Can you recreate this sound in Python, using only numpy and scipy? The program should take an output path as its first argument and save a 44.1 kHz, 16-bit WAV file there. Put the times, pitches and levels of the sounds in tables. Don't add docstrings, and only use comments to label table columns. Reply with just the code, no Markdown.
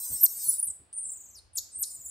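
import sys
import numpy as np
from scipy import signal
from scipy.fft import rfft, irfft, next_fast_len
from scipy.io import wavfile
from scipy.ndimage import uniform_filter1d, map_coordinates

SR = 44100
rng = np.random.default_rng(int(sys.argv[2]) if len(sys.argv) > 2 else 0)


def undo_db(level):
    steps = np.asarray(level, float) / 20
    return 10 ** steps


def store_wav(level_fs):
    pcm = np.round(np.clip(np.atleast_2d(level_fs), -1, 1) * 32767)
    wavfile.write(sys.argv[1], SR, pcm.T.astype(np.int16))


N = 92610

NOISY_HZ, RASP_HZ = 800, 1200
BASS_SIDE_DB = -8.5


def unit(x):
    return x / np.sqrt(np.mean(x ** 2) + 1e-20)


def along(points, hz):
    f, v = np.transpose(points)
    return np.interp(np.log(hz + 1), np.log(f + 1), v)


def wobble(rate_hz):
    knots = rng.standard_normal(int(N * rate_hz / SR) + 4)
    return map_coordinates(knots, [np.arange(N) * rate_hz / SR])


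def filtered(x, response):
    m = next_fast_len(N + 8192)
    return irfft(rfft(x, m) * response(np.fft.rfftfreq(m, 1 / SR)), m)[..., :N]


def curves(rows):
    edge_s = 0.00172
    s, *cols = np.transpose(rows)
    t = np.arange(N) / SR
    gate = np.clip(np.minimum(t - s[0], s[-1] - t) / edge_s + 1, 0, 1)
    return t, gate, [np.interp(t, s, c) for c in cols]


def voice(hz, level, noisiness, wide_hz, ghost_db=-120):
    ghost_hz, ghost_below_hz, flutter_db = 7300, 8500, 1.5
    noisiness = np.clip(noisiness, 0, 1)
    noise = unit(wobble(2 * wide_hz)) + 1j * unit(wobble(2 * wide_hz))
    carrier = np.exp(2j * np.pi * np.cumsum(hz) / SR)
    tone = (np.sqrt(1 - noisiness) + np.sqrt(noisiness / 2) * noise) * carrier
    ghost_level = undo_db(ghost_db) * np.clip((ghost_below_hz - hz) / 600, 0, 1)
    ghost_level = ghost_level * (1 + 1.8 * unit(wobble(wide_hz / 2)))
    ghost = ghost_level * np.exp(2j * np.pi * ghost_hz * np.arange(N) / SR)
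    return np.sqrt(2) * level * undo_db(flutter_db * wobble(90)) * np.real(tone * (1 + ghost))


def whistled(calls, wide_hz):
    drawn = [curves(rows) for rows in calls]
    return sum(voice(hz, gate * undo_db(db), noisiness, wide_hz) for _, gate, (hz, db, noisiness) in drawn)


def without_bass(x):
    low_hz = 3394
    return filtered(x, lambda f: 1 / (1 + (low_hz / (f + 1)) ** 12))


def cry():
    # (time [s], level [dB])
    cry_level = [(0, -46.5), (.146, -46), (.21, -48), (.34, -51.5), (.45, -43.5), (.53, -45), (.58, -57),
                 (.655, -73.5)]
    # (time [s], pitch [Hz])
    cry_pitch = [(0.0, 501.9), (0.044, 505.5), (0.192, 480.9), (0.262, 494.1), (0.276, 471.5),
                 (0.348, 464.6), (0.454, 476.2), (0.468, 478.9), (0.57, 485.2)]
    # (frequency [Hz], gain [dB])
    throat = [(1760, -39.5), (3100, -41), (3900, -20.5), (4930, -13), (5660, -11), (8500, -2),
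              (10600, -10.5), (12600, -1), (15000, -4.5)]
    gain_db, leak_db, uneven_db = 10, -36, 5.5
    jitter, breath_share, breath_floor = 0.0018, 0.643, 0.4
    breath_hz, breath_wide_hz = 8600, 1100
    top_hz, end_s, close_s = 10300, 0.5775, 0.0059
    t, gate, (db,) = curves(cry_level)
    hz, = curves(cry_pitch)[2]
    phase = 2 * np.pi * np.cumsum(hz * (1 + jitter * wobble(39.7))) / SR
    buzz = np.zeros(N)
    for k in range(2, 33):
        buzz += undo_db(uneven_db * wobble(29.99)) * np.cos(k * phase + rng.uniform(0, 2 * np.pi))
    breath = filtered(rng.standard_normal(N),
                      lambda f: breath_floor + 2 / (1 + ((f - breath_hz) / breath_wide_hz) ** 4))

    def tract(f):
        leak = undo_db(leak_db) * (f < 3200) * 2000 / (f + 500)
        return undo_db(along(throat, f)) + leak

    sound = unit(filtered(unit(buzz) + breath_share * breath, tract))
    top = filtered(sound, lambda f: f > top_hz)
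    body = (sound - top) * np.clip((end_s - t) / close_s, 0, 1)
    return (top + body) * undo_db(db + gain_db) * gate


def near_alarm():
    # (time [s], pitch [Hz], level [dB], noisiness [0-1])
    fall = [
        [(.207, 13100, -36, 0.96), (.213, 12950, -23, 0.77), (.231, 12900, -25, 1.11),
         (.2355, 13480, -12.5, 0.1), (.254, 13700, -16, 0.51), (.258, 13800, -40, 0.54),
         (.264, 12600, -24.5, 0.54)],
        [(.24, 9800, -22.5, 0.67), (.252, 9300, -29.5, 0.6), (.257, 8060, -14, 1), (.26, 6700, -32, 0.15),
         (.266, 4220, -35, 0)],
    ]
    return without_bass(whistled(fall, NOISY_HZ))


def whistles():
    # (time [s], pitch [Hz], level [dB], noisiness [0-1])
    near_calls = [
        [(.44, 10160, -38, 0.44), (.483, 10000, -32.5, 0), (.491, 9950, -22.5, 0.09), (.525, 10030, -38.5, 0.2),
         (.572, 9720, -65, 0.91)],
        [(.53, 9500, -27.5, 1.23), (.553, 9310, -32, 0.98), (.575, 9200, -41.5, 1.2)],
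        [(.581, 9500, -32, 0.57), (.6, 9500, -24, 1)],
        [(.628, 9433, -21, 1.1), (.634, 9600, -26, 0.59), (.648, 9500, -32.5, 1)],
        [(.671, 8538, -33.5, 0.62), (.688, 8656, -30, 1.07), (.696, 8220, -48, 0.2), (.705, 8017, -26, 0.02),
         (.718, 7733, -48.5, 0.65)],
    ]
    # (time [s], pitch [Hz], level [dB], noisiness [0-1])
    peeps = [
        [(1.365, 10130, -48.5, 0.78), (1.371, 9514, -55, 0.5), (1.39, 8826, -49, 0.64)],
        [(1.712, 8690, -61, 0.8), (1.745, 8265, -42.5, 0.56), (1.76, 8693, -33, 0.1), (1.81, 8620, -44.5, 0.8)],
        [(1.84, 9354, -44.5, 1.23), (1.965, 8886, -46, 0.86)],
        [(2.03, 10800, -67, 0.6), (2.07, 9780, -45.5, 0.6), (2.1, 9703, -45, 0.5)],
    ]
    # (time [s], pitch [Hz], level [dB], noisiness [0-1])
    opening = [
        [(.929, 9100, -42, 0.85), (.96, 9050, -39, 1.18), (.972, 9050, -38, 0.29), (.985, 9050, -32, 0.9),
         (1.01, 9000, -38, 1.23), (1.03, 8950, -36, 0.94), (1.048, 8900, -40, 1.2)],
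        [(1.054, 8700, -48, 1), (1.065, 8700, -35, 1.2), (1.1, 8600, -43, 1.2), (1.112, 8600, -49, 1.2),
         (1.122, 8600, -39.5, 0.68), (1.14, 8500, -51, 0.83)],
        [(1.048, 7800, -43.5, 0), (1.06, 7600, -34.5, 0), (1.07, 7650, -59.5, 0)],
        [(1.09, 7750, -40, 0.1), (1.105, 7500, -36, 0.03), (1.112, 7550, -47.5, 0)],
        [(1.045, 15300, -84.5, 1.1), (1.1, 15100, -63, 0.87), (1.135, 14900, -62.5, 1.1)],
        [(1.842, 5000, -51.5, 0.38), (1.92, 5200, -63, 0.94)],
    ]
    # (time [s], pitch [Hz], level [dB], noisiness [0-1])
    squeaks = [
        [(.605, 11900, -45.5, 1.23), (.625, 11500, -48, 0.9)],
        [(.65, 11550, -39.5, 1.1), (.672, 11400, -40, 1.2), (.676, 11180, -81, 1), (.695, 11550, -75.5, 1.2)],
        [(.65, 9800, -41, 1.1), (.69, 9662, -41.5, 1.1)],
        [(1.13, 13960, -76, 0.6), (1.3, 12270, -70, 0.9), (1.35, 12560, -68, 0.7), (1.39, 11700, -75.5, 1)],
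    ]
    calls = whistled(near_calls + peeps + opening, NOISY_HZ)
    return without_bass(calls + whistled(squeaks, RASP_HZ))


def far_alarms():
    # (time [s], pitch [Hz], level [dB], noisiness [0-1])
    chirps = [
        [(1.533, 9720, -56.5, 1), (1.553, 9325, -55, 0.9), (1.556, 9700, -35.5, 1.16),
         (1.568, 8600, -39.5, 1.11), (1.573, 7167, -24.5, 0), (1.579, 5996, -36, 0.32),
         (1.587, 4043, -38.5, 0.54)],
        [(1.548, 13700, -67, 0.9), (1.571, 14200, -51, 0.6), (1.575, 14180, -37, 0.2), (1.59, 10630, -34, 1.08)],
        [(1.578, 8380, -45.5, 1.2), (1.587, 6883, -30.5, 0.43), (1.595, 6360, -46, 1)],
        [(1.788, 12910, -42, 0.5), (1.808, 12820, -37.5, 0.9), (1.814, 13580, -38.5, 1.1),
         (1.822, 12270, -26.5, 1.1)],
        [(1.812, 9500, -36.5, 1), (1.823, 9973, -40.5, .9), (1.829, 8390, -24.5, 0.88),
         (1.833, 7240, -34.5, 0.65), (1.841, 4126, -36, 0.07)],
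        [(1.832, 9420, -32, 1.2), (1.843, 8253, -36.5, 1.2)],
    ]
    return without_bass(whistled(chirps, RASP_HZ))


def trill(rows, warble):
    rise_dip_db, band_lift, crest_point, ghost_db = 5, 0.8, 0.13, -19
    crest_s, rate_hz, rate_change = warble
    t, gate, (hz, db, noisiness, depth_hz) = curves(rows)
    u, noisiness = t - crest_s, np.clip(noisiness, 0, 1)
    turn = 2 * np.pi * (rate_hz * u + 0.5 * rate_change * u ** 2)
    clear = gate * np.sqrt(1 - noisiness) * undo_db(db + rise_dip_db * np.sin(turn))
    rough = gate * np.sqrt(noisiness) * undo_db(db + 4.5 * np.cos(turn))
    band = voice(hz + band_lift * depth_hz, rough, 0.954, NOISY_HZ)
    swing = np.cos(turn) + crest_point * np.cos(2 * turn)
    return voice(hz + depth_hz * swing, clear, 0.04, NOISY_HZ, ghost_db) + band


def trills():
    # (time [s], centre pitch [Hz], level [dB], noisiness [0-1], warble depth [Hz])
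    long_trill = [(1.118, 7896, -47.5, 0.7, 523.3), (1.135, 7720, -39, 0.8, 594.5),
                  (1.15, 7488, -48, 0.4, 669.2), (1.3, 6918, -55.5, 0.54, 800),
                  (1.345, 6372, -58.5, 0.22, 876.5), (1.368, 5016, -50.5, 0, 147),
                  (1.392, 4126, -54.5, 0.29, 49)]
    last_trill = [(1.905, 7425, -50, 0.355, 487.8), (2.04, 7402, -49.5, 0.34, 512.8),
                  (2.068, 7540, -43, 0.054, 500), (2.1, 7050, -48.5, 0.234, 500)]
    # (a crest [s], rate [Hz], rate change [Hz/s])
    long_warble = (1.248, 22.4, -14)
    last_warble = (2.0, 20.8, 3)
    return without_bass(trill(long_trill, long_warble) + trill(last_trill, last_warble))


def cage():
    # (time [s], peak level [dB])
    thumps = [
        (0.09, -35),
        (0.457, -42),
        (0.658, -44.5),
        (0.786, -48),
        (1.047, -52),
        (1.757, -46),
        (1.957, -49.5),
    ]
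    # (frequency [Hz], level [dB], t60 [s])
    bars = [(69.5, 0, 0.1234), (114.3, -7.5, 0.071), (202.9, -4.5, 0.04154), (272.04, -0.5, 0.04456)]
    # (time [s], level [dB])
    claws = [
        (.929, -54),
        (.674, -54),
        (1.558, -47),
        (1.831, -43),
        (.572, -54),
    ]
    # (time [s], frequency [Hz], level [dB], length [s])
    thin_tones = [
        (.25, 14643, -50, .41),
        (1.82, 13610, -55, .28),
        (1.57, 10800, -56, .07),
    ]
    puff_db, puff_t60_s, swell_s, tick_t60_s = -4.5, 0.11444, 0.04755, 0.06
    t, out = np.arange(N) / SR, np.zeros(N)
    puff = unit(filtered(rng.standard_normal(N), lambda f: f / (f + 40) / (1 + (f / 220) ** 2)))
    for s, db in thumps:
        u = np.maximum(t - s, 0)
        hit = undo_db(db + puff_db - 60 * u / puff_t60_s) * puff
        for hz, mode_db, t60_s in bars:
            mode_level = db + mode_db - 2 + rng.normal(0, 0.96)
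            hit += undo_db(mode_level - 60 * u / t60_s) * np.sin(2 * np.pi * hz * u)
        out += hit * (1 - np.exp(-(u / swell_s) ** 2)) * 4
    decays = sum(undo_db(db - 60 * np.maximum(t - s, 0) / tick_t60_s) * (t >= s) for s, db in claws)
    out += filtered(decays * rng.standard_normal(N),
                    lambda f: (f / 3000) ** 3 / (1 + (f / 3000) ** 3) / (1 + (f / 9000) ** 8))
    for s, hz, db, length_s in thin_tones:
        gate = np.clip(np.minimum(t - s, s + length_s - t) / 0.025, 0, 1)
        out += gate * undo_db(db + 3.3 * wobble(11.96)) * np.sin(2 * np.pi * hz * t)
    side = undo_db(BASS_SIDE_DB) * (out - np.roll(out, 600))
    return out + side * [[0.4], [-0.4]]


def room(x):
    # (frequency [Hz], t60 [s])
    decay = [(300, 0.18), (5000, 0.54), (9000, 0.3527), (14000, 0.277)]
    tail_db, alike, early_db = -10, 0.35, -12
    hz, t, z = signal.stft(rng.standard_normal((2, SR // 2)), SR, nperseg=256)
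    fade = undo_db(-60 * t / along(decay, hz)[:, None])
    a, b = signal.istft(z * fade, SR, nperseg=256)[1]
    turn = np.arccos(alike) / 2
    mid, side = np.cos(turn) * a, np.sin(turn) * b
    tail = np.array([mid + side, mid - side])
    tail = undo_db(tail_db) * np.pad(tail / np.linalg.norm(tail[0]), ((0, 0), (200, 0)))
    early = rng.uniform(-0.059, 1, (2, 7)) * rng.choice([-1, 1], 7)
    tail[:, rng.integers(40, 500, 7)] += undo_db(early_db) * early
    return signal.fftconvolve(x[None], tail, axes=1)[:, :N]


def hum():
    # (frequency [Hz], density [dB/Hz])
    tone_shape = [(15, -24.5), (25, 3), (293, -1.5), (846, -2.5), (4860, -14), (9000, -41.5),
                  (11700, -78.5), (19800, -120)]
    # (frequency [Hz], correlation [-1 to 1])
    likeness = [(60, 0.45), (500, 0.366), (1500, -0.098), (6000, 0.52)]
    tone_db, sink_db_per_s, top_hz = -66.5, 1, 9500
    rumble_db, rumble_swing_db = -71, -3

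    def mid_side(f):
        turn = np.arccos(np.clip(along(likeness, f), -1, 1)) / 2
        shape = undo_db(along(tone_shape, f)) / (1 + (f / top_hz) ** 10)
        return shape * np.array([np.cos(turn), np.sin(turn)])

    mid, side = filtered(rng.standard_normal((2, N)), mid_side)
    level_db = tone_db - sink_db_per_s * np.arange(N) / SR + 1.6 * wobble(3.5)
    tone = undo_db(level_db) * unit(np.array([mid + side, mid - side]))
    shaken = rng.standard_normal((2, N)) * undo_db(rumble_swing_db * wobble(4.802))
    low_mid, low_side = filtered(shaken, lambda f: 1 / (1 + ((f - 75) / 30) ** 4))
    return tone + undo_db(rumble_db) * unit(low_mid + undo_db(BASS_SIDE_DB) * low_side * [[1], [-1]])


def ducked(floor, calls):
    duck_at_db, above_hz = -25.5, 1910
    level = np.sqrt(np.abs(uniform_filter1d(calls.mean(0) ** 2, size=2000)))
    upper = filtered(floor, lambda f: 1 / (1 + (above_hz / (f + 1)) ** 4))
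    return floor - upper * level / (level + undo_db(duck_at_db))


def scene():
    # (sound, pan to the left [dB], level into the room [dB])
    parts = [(cry(), 0, 2),
             (near_alarm(), -0.88, -9.5),
             (whistles(), -0.16, 0),
             (far_alarms() + trills(), 0.5, 0)]
    near = sum(x * undo_db(np.array([[pan_db], [-pan_db]])) for x, pan_db, _ in parts)
    echoes = room(sum(x * undo_db(wet_db) for x, _, wet_db in parts))
    return near + echoes + cage() + ducked(hum(), near)


def top_cut(x):
    return signal.sosfilt(signal.butter(12, 15740, fs=SR, output="sos"), x)


def record(dry):
    top_hz, notch_hz, notch_wide_hz, notch_depth = 15750, 10959, 346.6, 0.763

    def port(f):
        notch = notch_depth * np.exp(-((f - notch_hz) / notch_wide_hz) ** 2)
        return (f < top_hz) * (1 - notch)

    mix = filtered(dry, port)
    return top_cut(mix)


dry = scene()
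out = record(dry)
store_wav(out)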